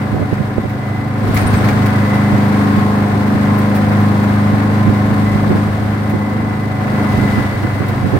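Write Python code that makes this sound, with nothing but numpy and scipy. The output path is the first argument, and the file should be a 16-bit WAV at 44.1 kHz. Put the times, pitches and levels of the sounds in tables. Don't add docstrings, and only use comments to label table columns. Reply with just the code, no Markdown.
import sys
import numpy as np
from scipy import signal
from scipy.fft import rfft, irfft, next_fast_len
from scipy.io import wavfile
from scipy.ndimage import map_coordinates

SR = 44100
rng = np.random.default_rng(int(sys.argv[2]) if len(sys.argv) > 2 else 0)


def unload_wav(signal):
    wavfile.write(
        sys.argv[1],
        SR,
        np.round(np.clip(np.atleast_2d(signal).T, -1, 1) * 32767).astype(np.int16),
    )


N = 361175

# pitch_hz, likeness (0 to 1)
STEREO_LIKENESS = [(30, 0.36), (110, 0.87), (200, 0.98), (380, 0.7), (700, 0.57), (1300, 0), (2400, 0),
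                   (4400, 0)]
# pitch_hz, left_minus_right_db
STEREO_BALANCE = [(30, -2), (100, -1.5), (500, -0.5), (1200, 2), (2500, 2.5), (4500, 0.5), (8500, 3.3),
                  (13000, 0)]
# time_s, turns_per_s
CRANK_SPEED = [(0, 25.88), (.65, 25.77), (1.05, 25.83), (1.4, 25.58), (1.65, 25.7), (1.92, 25.53),
               (2.15, 25.63), (2.5, 25.55), (3.5, 25.62), (4.8, 25.71), (6.1, 25.89), (6.6, 25.85),
               (7.1, 25.55), (7.4, 25.47), (7.7, 25.29), (8.19, 25.1)]
# time_s, effort_db, firing_note_db
PEDAL = [(0, -4.5, -24), (.6, -6, -27.5), (1.15, -5.5, -26), (1.38, 1.5, -23.5), (1.72, 2, -17),
         (1.95, 1, -18), (2.55, 2, -15), (3.05, 0, -16.5), (4.05, 0.5, -16), (5.57, -1.5, -18),
         (5.75, -3, -23.5), (6.4, -4.5, -21), (6.73, -4.5, -25), (6.98, 0.5, -19), (7.36, 1, -20),
         (7.55, -2, -28.5), (8.19, -2, -26.5)]
# cycles_per_turn, relative_db, left_minus_right_db
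DRONE_ORDERS = [(2, -24, -2), (3, -21, 1), (4, -1, 1), (5, -8, -2), (6, -9, 2), (7, -19, 0), (8, 0, 0),
                (9, -8, -1), (10, -23, 0), (11, -8, 5), (12, -17, -1), (13, -24, -1), (15, -19, 6),
                (16, -22, -6), (17, -19, 7), (20, -19, -3), (21, -23, -1), (22, -22, 1), (24, -21, 12),
                (28, -25, 4), (29, -20, -2), (30, -24, -1), (31, -25, 5), (33, -25, 8), (34, -25, -2),
                (35, -24, 1), (38, -23, 5), (40, -22, -2), (42, -21, 10)]
# time_s, level_db
BANK_BEAT = [(0, -22.5), (.7, -25.5), (1.2, -20.5), (1.4, -15), (2, -17.5), (2.2, -19.5), (3.75, -18.5),
             (3.98, -13.5), (4.2, -17), (5.52, -17.5), (5.72, -20), (7.3, -22.5), (7.9, -19.5), (8.19, -22)]
# time_s, level_db
CYLINDER_THROB = [(0, -26), (1.45, -26.5), (1.65, -22), (2.2, -19.5), (3, -26), (5.1, -25), (5.9, -30.5),
                  (6.8, -27), (7.3, -20), (7.55, -26.5), (8.19, -26)]
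# time_s, level_db
GEAR_WHINE = [(0, -38), (1, -37.5), (2, -34), (5, -35.5), (6.1, -39), (6.9, -31.5), (7.3, -42), (8.19, -40)]
# pitch_hz, width_hz, gain_db
COVER_RINGS = [(516.6, 11.5, -2.5), (739, 13.6, 2), (828, 20, -4), (1048, 39, 1.5), (1250, 42, -16),
               (1591, 38, -7.5)]
# peak_s, level_db, half_length_s
SINGING_SPELLS = [(.96, -40.5, 0.14), (2.17, -38, 0.23), (3.442, -35, 0.034), (4.96, -42, 0.046),
                  (5.317, -36.5, 0.062), (6.3, -42, 0.34), (7.354, -36.5, 0.49)]
# start_s, extra_rumble_db, length_s
ROUGH_PATCHES = [(1.25, 12.5, 0.38), (2.7, 0, .12), (5.078, 6.5, 0.69), (7.127, 9, 0.3), (7.95, 2.5, 0.18)]
# peak_s, thud_db, rasp_db, half_length_s
STRONG_EDDIES = [(0.137, -10, -21, 0.026), (0.227, -9, -15, 0.024), (0.331, -4, -11, 0.0087),
                 (0.407, -8, -27, 0.018), (0.584, -1.5, -9, 0.0057), (0.656, -14, -20, 0.017),
                 (1.245, -11, -25, 0.015), (2.342, -7, -21, 0.019), (2.781, -9, -25, 0.022),
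                 (3.354, -8, -32, 0.011), (4.539, -8, -22, 0.013), (4.889, -5.5, -17, 0.039),
                 (5.358, -8, -32, 0.012), (5.506, -7.5, -11.5, 0.017), (5.562, -8, -14, 0.01),
                 (6.149, -8, -16, 0.016), (7.233, -10, -14.5, 0.015), (7.387, -9, -26, 0.025),
                 (8.055, -7.5, -20, 0.037), (8.147, -7.5, -11.5, 0.028)]
# start_s, end_s
GUST_TIMES = [(.08, .22), (1.27, 1.7), (5.08, 5.75), (7.05, 8.7)]
# start_s, jingle_db, clack_db
RATTLE_HITS = [(0.3294, -48, -39), (0.6913, -40, -43), (1.3424, -21.5, -34), (1.3644, -36, -24.5),
               (1.4094, -34, -35), (1.5354, -35, -28.5), (1.6394, -43, -29), (1.6821, -38, -30),
               (1.8557, -28, -32), (2.1355, -38, -35), (3.5753, -27, -40), (3.7479, -26, -34),
               (3.9973, -35, -38), (4.2228, -36, -45), (6.0921, -34, -41), (7.8785, -33, -39)]
# peak_s, pitch_hz, level_db, half_length_s
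TRIM_SQUEAKS = [(1.402, 8900, -36, .03), (1.477, 8970, -27, 0.0096), (1.495, 8800, -40, .03),
                (1.574, 8380, -35, .02)]

# pitch_hz, gain_db
BLOCK_SPECTRUM = [(250, -18), (600, -2), (1050, 1), (1400, -5), (1650, -4), (1900, -7), (2150, -9),
                  (2450, -13.5), (2900, -23), (4500, -35), (9000, -60)]
TYRE_SPECTRUM = [(15, -24), (30, 0), (50, 3), (80, 7.5), (115, 1.5), (160, 5.5), (250, 6.5), (400, -35),
                 (800, -74)]
CAB_SPECTRUM = [(50, -20), (90, 10), (135, 6.5), (180, 0.5), (280, 6.5), (350, 0.5), (520, -2.5), (750, -2),
                (950, -34), (1600, -16), (4000, -74)]
AIR_SPECTRUM = [(1200, -33), (2600, 0), (3800, 0.5), (4700, -2), (5700, -7), (7400, -10.5), (8700, -7),
                (10000, -13), (12000, -11.5), (15800, -13)]
RASP_SPECTRUM = [(150, -14), (350, 5.5), (550, -4), (900, -15), (1600, -38), (3500, -43), (7000, -72)]
JINGLE_SPECTRUM = [(3000, -25), (7000, -10), (11000, 0.5), (15000, 1)]
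CLACK_SPECTRUM = [(500, -17), (1300, 2), (2300, 3.5), (3000, -11.5), (4800, -10.5), (8000, -21.5)]

TOP_HZ = 15850


def amp(db):
    return 10 ** (np.asarray(db) / 20)


def unit(x):
    return x / np.sqrt(np.mean(x ** 2) + 1e-20)


def along(points, hz):
    pitches, values = np.transpose(points)
    return np.interp(np.log(hz + 1), np.log(pitches + 1), values)


def curves(rows):
    times, *columns = np.transpose(rows)
    return [np.interp(np.arange(N) / SR, times, column) for column in columns]


def wobble(rate):
    knots = rng.standard_normal(int(N * rate / SR) + 4)
    coarse = np.arange(0, N, 32)
    return np.interp(np.arange(N), coarse, map_coordinates(knots, [coarse * rate / SR]))


def filtered(x, response):
    size = next_fast_len(N + SR // 2)
    return irfft(rfft(x, size) * response(np.fft.rfftfreq(size, 1 / SR)), size)[..., :N]


def resonate(x, rings):
    def response(hz):
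        return sum((-1) ** k * amp(db) * 1j * hz * width / (pitch ** 2 - hz ** 2 + 1j * hz * width)
                   for k, (pitch, width, db) in enumerate(rings))
    return filtered(x, response)


def colour(x, spectrum):
    return filtered(x, lambda hz: amp(along(spectrum, hz)))


def pan(db):
    return amp(np.vstack([db, -db]) / 2)


def noise():
    return rng.standard_normal((2, N))


def in_cab(pair):
    def blend(hz):
        angle = np.arccos(np.clip(along(STEREO_LIKENESS, hz), 0, 1)) / 2
        return np.array([np.cos(angle), np.sin(angle)])
    mid, side = filtered(pair, blend)
    stereo = np.array([mid + side, mid - side])
    return unit(filtered(stereo, lambda hz: pan(along(STEREO_BALANCE, hz))))


def crank():
    speed, = curves(CRANK_SPEED)
    return np.cumsum(speed) / SR + .002 * wobble(12)


def effort():
    return curves(PEDAL)[0]


def shaking(rise_s=0.06, settle_s=0.35):
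    t = np.arange(N) / SR
    shake_db = np.zeros(N)
    for start_s, db, length_s in ROUGH_PATCHES:
        rise = np.clip(1 + (t - start_s) / rise_s, 0, 1)
        settle = np.exp(-np.maximum(t - start_s - length_s, 0) / settle_s)
        shake_db += db * rise * settle
    return shake_db


def drone(turns, overtone_db, bright_db, flutter_db, waver_db, load_share, chug, spread):
    firing_db = curves(PEDAL)[1]
    load_db = firing_db - np.percentile(firing_db, 75)
    own_db = {4: curves(BANK_BEAT)[0] + waver_db * wobble(7),
              5: curves(CYLINDER_THROB)[0] + 2 * waver_db * wobble(6),
              8: firing_db + 0.5 + .5 * waver_db * wobble(7),
              29: curves(GEAR_WHINE)[0]}
    out = np.zeros((2, N))
    for order, db, lean_db in DRONE_ORDERS:
        level_db = db + overtone_db + bright_db * (order / 40) ** 4 + load_share * load_db
        level_db += flutter_db * (order / 20) ** .5 * wobble(6)
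        phase = np.pi * chug * order ** 2 + rng.normal(0, (order / 20) ** 2)
        phase = phase + (-1) ** order * order * spread * np.array([[1], [-1]])
        tone = np.sqrt(2) * np.sin(2 * np.pi * order * turns + phase)
        out += amp(own_db.get(order, level_db)) * unit(pan(lean_db)) * tone
    return out


def knocks(turns, jitter_s, scatter_db, ring_s, cylinders=8):
    t = np.arange(SR // 20) / SR
    out = np.zeros((2, N))
    for cylinder in range(cylinders):
        ring = rng.standard_normal((2, len(t))) * amp(-60 * t / ring_s)
        firing_turns = np.arange(np.floor(turns[-1])) + cylinder / cylinders
        due = np.interp(firing_turns, turns, np.arange(N))
        lateness, strength = rng.standard_normal((SR // 100, 2))[:len(due)].T
        samples = np.clip(due + jitter_s * SR * lateness, 0, N - 1).astype(int)
        kicks = np.bincount(samples, amp(scatter_db * strength), N)
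        out += signal.oaconvolve(kicks[None], ring, axes=1)[:, :N]
    return unit(out)


def clatter(turns, pulse_db, rush_db, block_db, cover_db):
    knock = knocks(turns, jitter_s=.00012, scatter_db=2.5, ring_s=0.051)
    knock = colour(knock, [(600, -13.5), (1050, -6.5), (1300, -2)])
    drive = (knock + amp(rush_db) * noise()) * amp(pulse_db * np.cos(2 * np.pi * turns))
    block = amp(block_db) * in_cab(colour(drive, BLOCK_SPECTRUM))
    covers = amp(cover_db) * in_cab(resonate(drive + noise(), COVER_RINGS))
    return amp(effort()) * (block + covers)


def singing_metal(turns, pitch_hz, hum_db, effort_share, pulse_db, buzz_db, flutter_db):
    t = np.arange(N) / SR
    hum = amp(hum_db + effort_share * effort())
    spells = sum(amp(db) * np.exp(-((t - peak_s) / half_s) ** 2) for peak_s, db, half_s in SINGING_SPELLS)
    wavering_hz = pitch_hz + 11 * wobble(70) + 6 * wobble(5)
    sway = 0.64 * np.array([wobble(8), wobble(8)])
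    tone = unit(np.sin(2 * np.pi * np.cumsum(wavering_hz) / SR + sway))
    narrow_noise = resonate(noise(), [(pitch_hz, 70, 0)])
    buzz = in_cab(resonate(narrow_noise, [(pitch_hz, 180, 0)]))
    flutter = amp(flutter_db * wobble(18) + pulse_db * np.cos(2 * np.pi * turns))
    return (hum + spells) * flutter * (tone + amp(buzz_db) * buzz)


def tyre_rumble(level_db, uneven_db):
    rumble_db = level_db + shaking() + uneven_db * wobble(8)
    return amp(rumble_db) * in_cab(colour(noise(), TYRE_SPECTRUM))


def cab_boom(level_db, shake_share, effort_share):
    boom_db = level_db + shake_share * shaking() + effort_share * effort() + 1.14 * wobble(20)
    return amp(boom_db) * in_cab(colour(noise(), CAB_SPECTRUM))


def hiss(turns, level_db, pulse_db, effort_share, shake_share):
    hiss_db = level_db + effort_share * effort() + shake_share * shaking()
    flicker_db = pulse_db * np.cos(2 * np.pi * turns) + 0.98 * wobble(150)
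    return amp(hiss_db + flicker_db) * in_cab(colour(noise(), AIR_SPECTRUM))


def weak_eddies(per_s=6, thud_db=-12.5, rasp_db=-24, scatter_db=2, half_s=0.018):
    count = int(N / SR * per_s)
    times = (np.arange(count) + rng.random(count)) / per_s
    sizes_db = scatter_db * rng.standard_normal(count)
    return [(peak_s, thud_db + db, rasp_db + db, half_s) for peak_s, db in zip(times, sizes_db)
            if any(start_s < peak_s < end_s for start_s, end_s in GUST_TIMES)]


def draught(eddy_hz, scatter, thud_gain_db, rasp_gain_db, left_leak_db):
    t = np.arange(N) / SR
    thud, rasp = np.zeros((2, N))
    for peak_s, thud_db, rasp_db, half_s in STRONG_EDDIES + weak_eddies():
        near = abs(t - peak_s) < .1
        swell = np.exp(-np.pi / 2 * ((t[near] - peak_s) / half_s) ** 2)
        thud[near] += amp(thud_db + thud_gain_db) * swell
        rasp[near] += amp(rasp_db + rasp_gain_db) * swell
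    swing_hz = eddy_hz * np.exp(scatter * wobble(350))
    swings = np.sin(2 * np.pi * np.cumsum(swing_hz) / SR)
    swings = unit(colour(swings, [(20, -32), (60, 1.5), (110, -1)]))
    turbulence = unit(colour(noise()[0], RASP_SPECTRUM))
    return (thud * swings + rasp * turbulence) * np.array([[amp(left_leak_db)], [1]])


def rattles(clack_gain_db, rise_s, decay_s):
    t = np.arange(SR // 4) / SR
    flurry = (1 - np.exp(-t / rise_s)) * amp(-60 * t / decay_s)
    bright, low = np.zeros((2, N + SR))
    for start_s, jingle_db, clack_db in RATTLE_HITS:
        start = round(start_s * SR)
        bright[start:start + len(t)] += amp(jingle_db) * flurry
        low[start:start + len(t)] += amp(clack_db + clack_gain_db) * flurry
    contacts = unit(amp(2.0 * wobble(500)))
    jingle = bright[:N] * in_cab(colour(noise(), JINGLE_SPECTRUM))
    clack = low[:N] * in_cab(colour(noise(), CLACK_SPECTRUM))
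    return contacts * (jingle + clack)


def squeaks(waver_hz):
    t = np.arange(N) / SR
    waver = waver_hz * np.cumsum([wobble(600), wobble(600)], axis=1) / SR
    out = np.zeros((2, N))
    for peak_s, pitch_hz, db, half_s in TRIM_SQUEAKS:
        swell = amp(db) * np.exp(-((t - peak_s) / half_s) ** 2)
        out += swell * np.sin(2 * np.pi * (pitch_hz * t + waver))
    return out


def scene():
    turns = crank()
    engine = drone(turns, overtone_db=-16.5, bright_db=1.5, flutter_db=2.0, waver_db=0.84,
                   load_share=0.79, chug=.065, spread=0.016)
    engine += clatter(turns, pulse_db=0.1, rush_db=-7, block_db=-25.0, cover_db=-30.5)
    engine += singing_metal(turns, pitch_hz=2020, hum_db=-45, effort_share=0.71,
                            pulse_db=0.3, buzz_db=-2.5, flutter_db=0.9)
    fittings = rattles(clack_gain_db=12, rise_s=0.0054, decay_s=0.12) + squeaks(waver_hz=222)
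    air = hiss(turns, level_db=-38.5, pulse_db=0.35, effort_share=0.94, shake_share=0.17)
    air += draught(eddy_hz=148.9, scatter=.5, thud_gain_db=-2.5, rasp_gain_db=-0.5, left_leak_db=-50)
    road = tyre_rumble(level_db=-32.0, uneven_db=0.5)
    road += cab_boom(level_db=-23.0, shake_share=0.18, effort_share=0.51)
    return engine + fittings + air + road


def record(dry):
    rounded = dry / (1 + np.abs(dry) ** 8) ** (1 / 8)
    return filtered(rounded, lambda hz: hz < TOP_HZ)


dry = scene()
out = record(dry)
unload_wav(out)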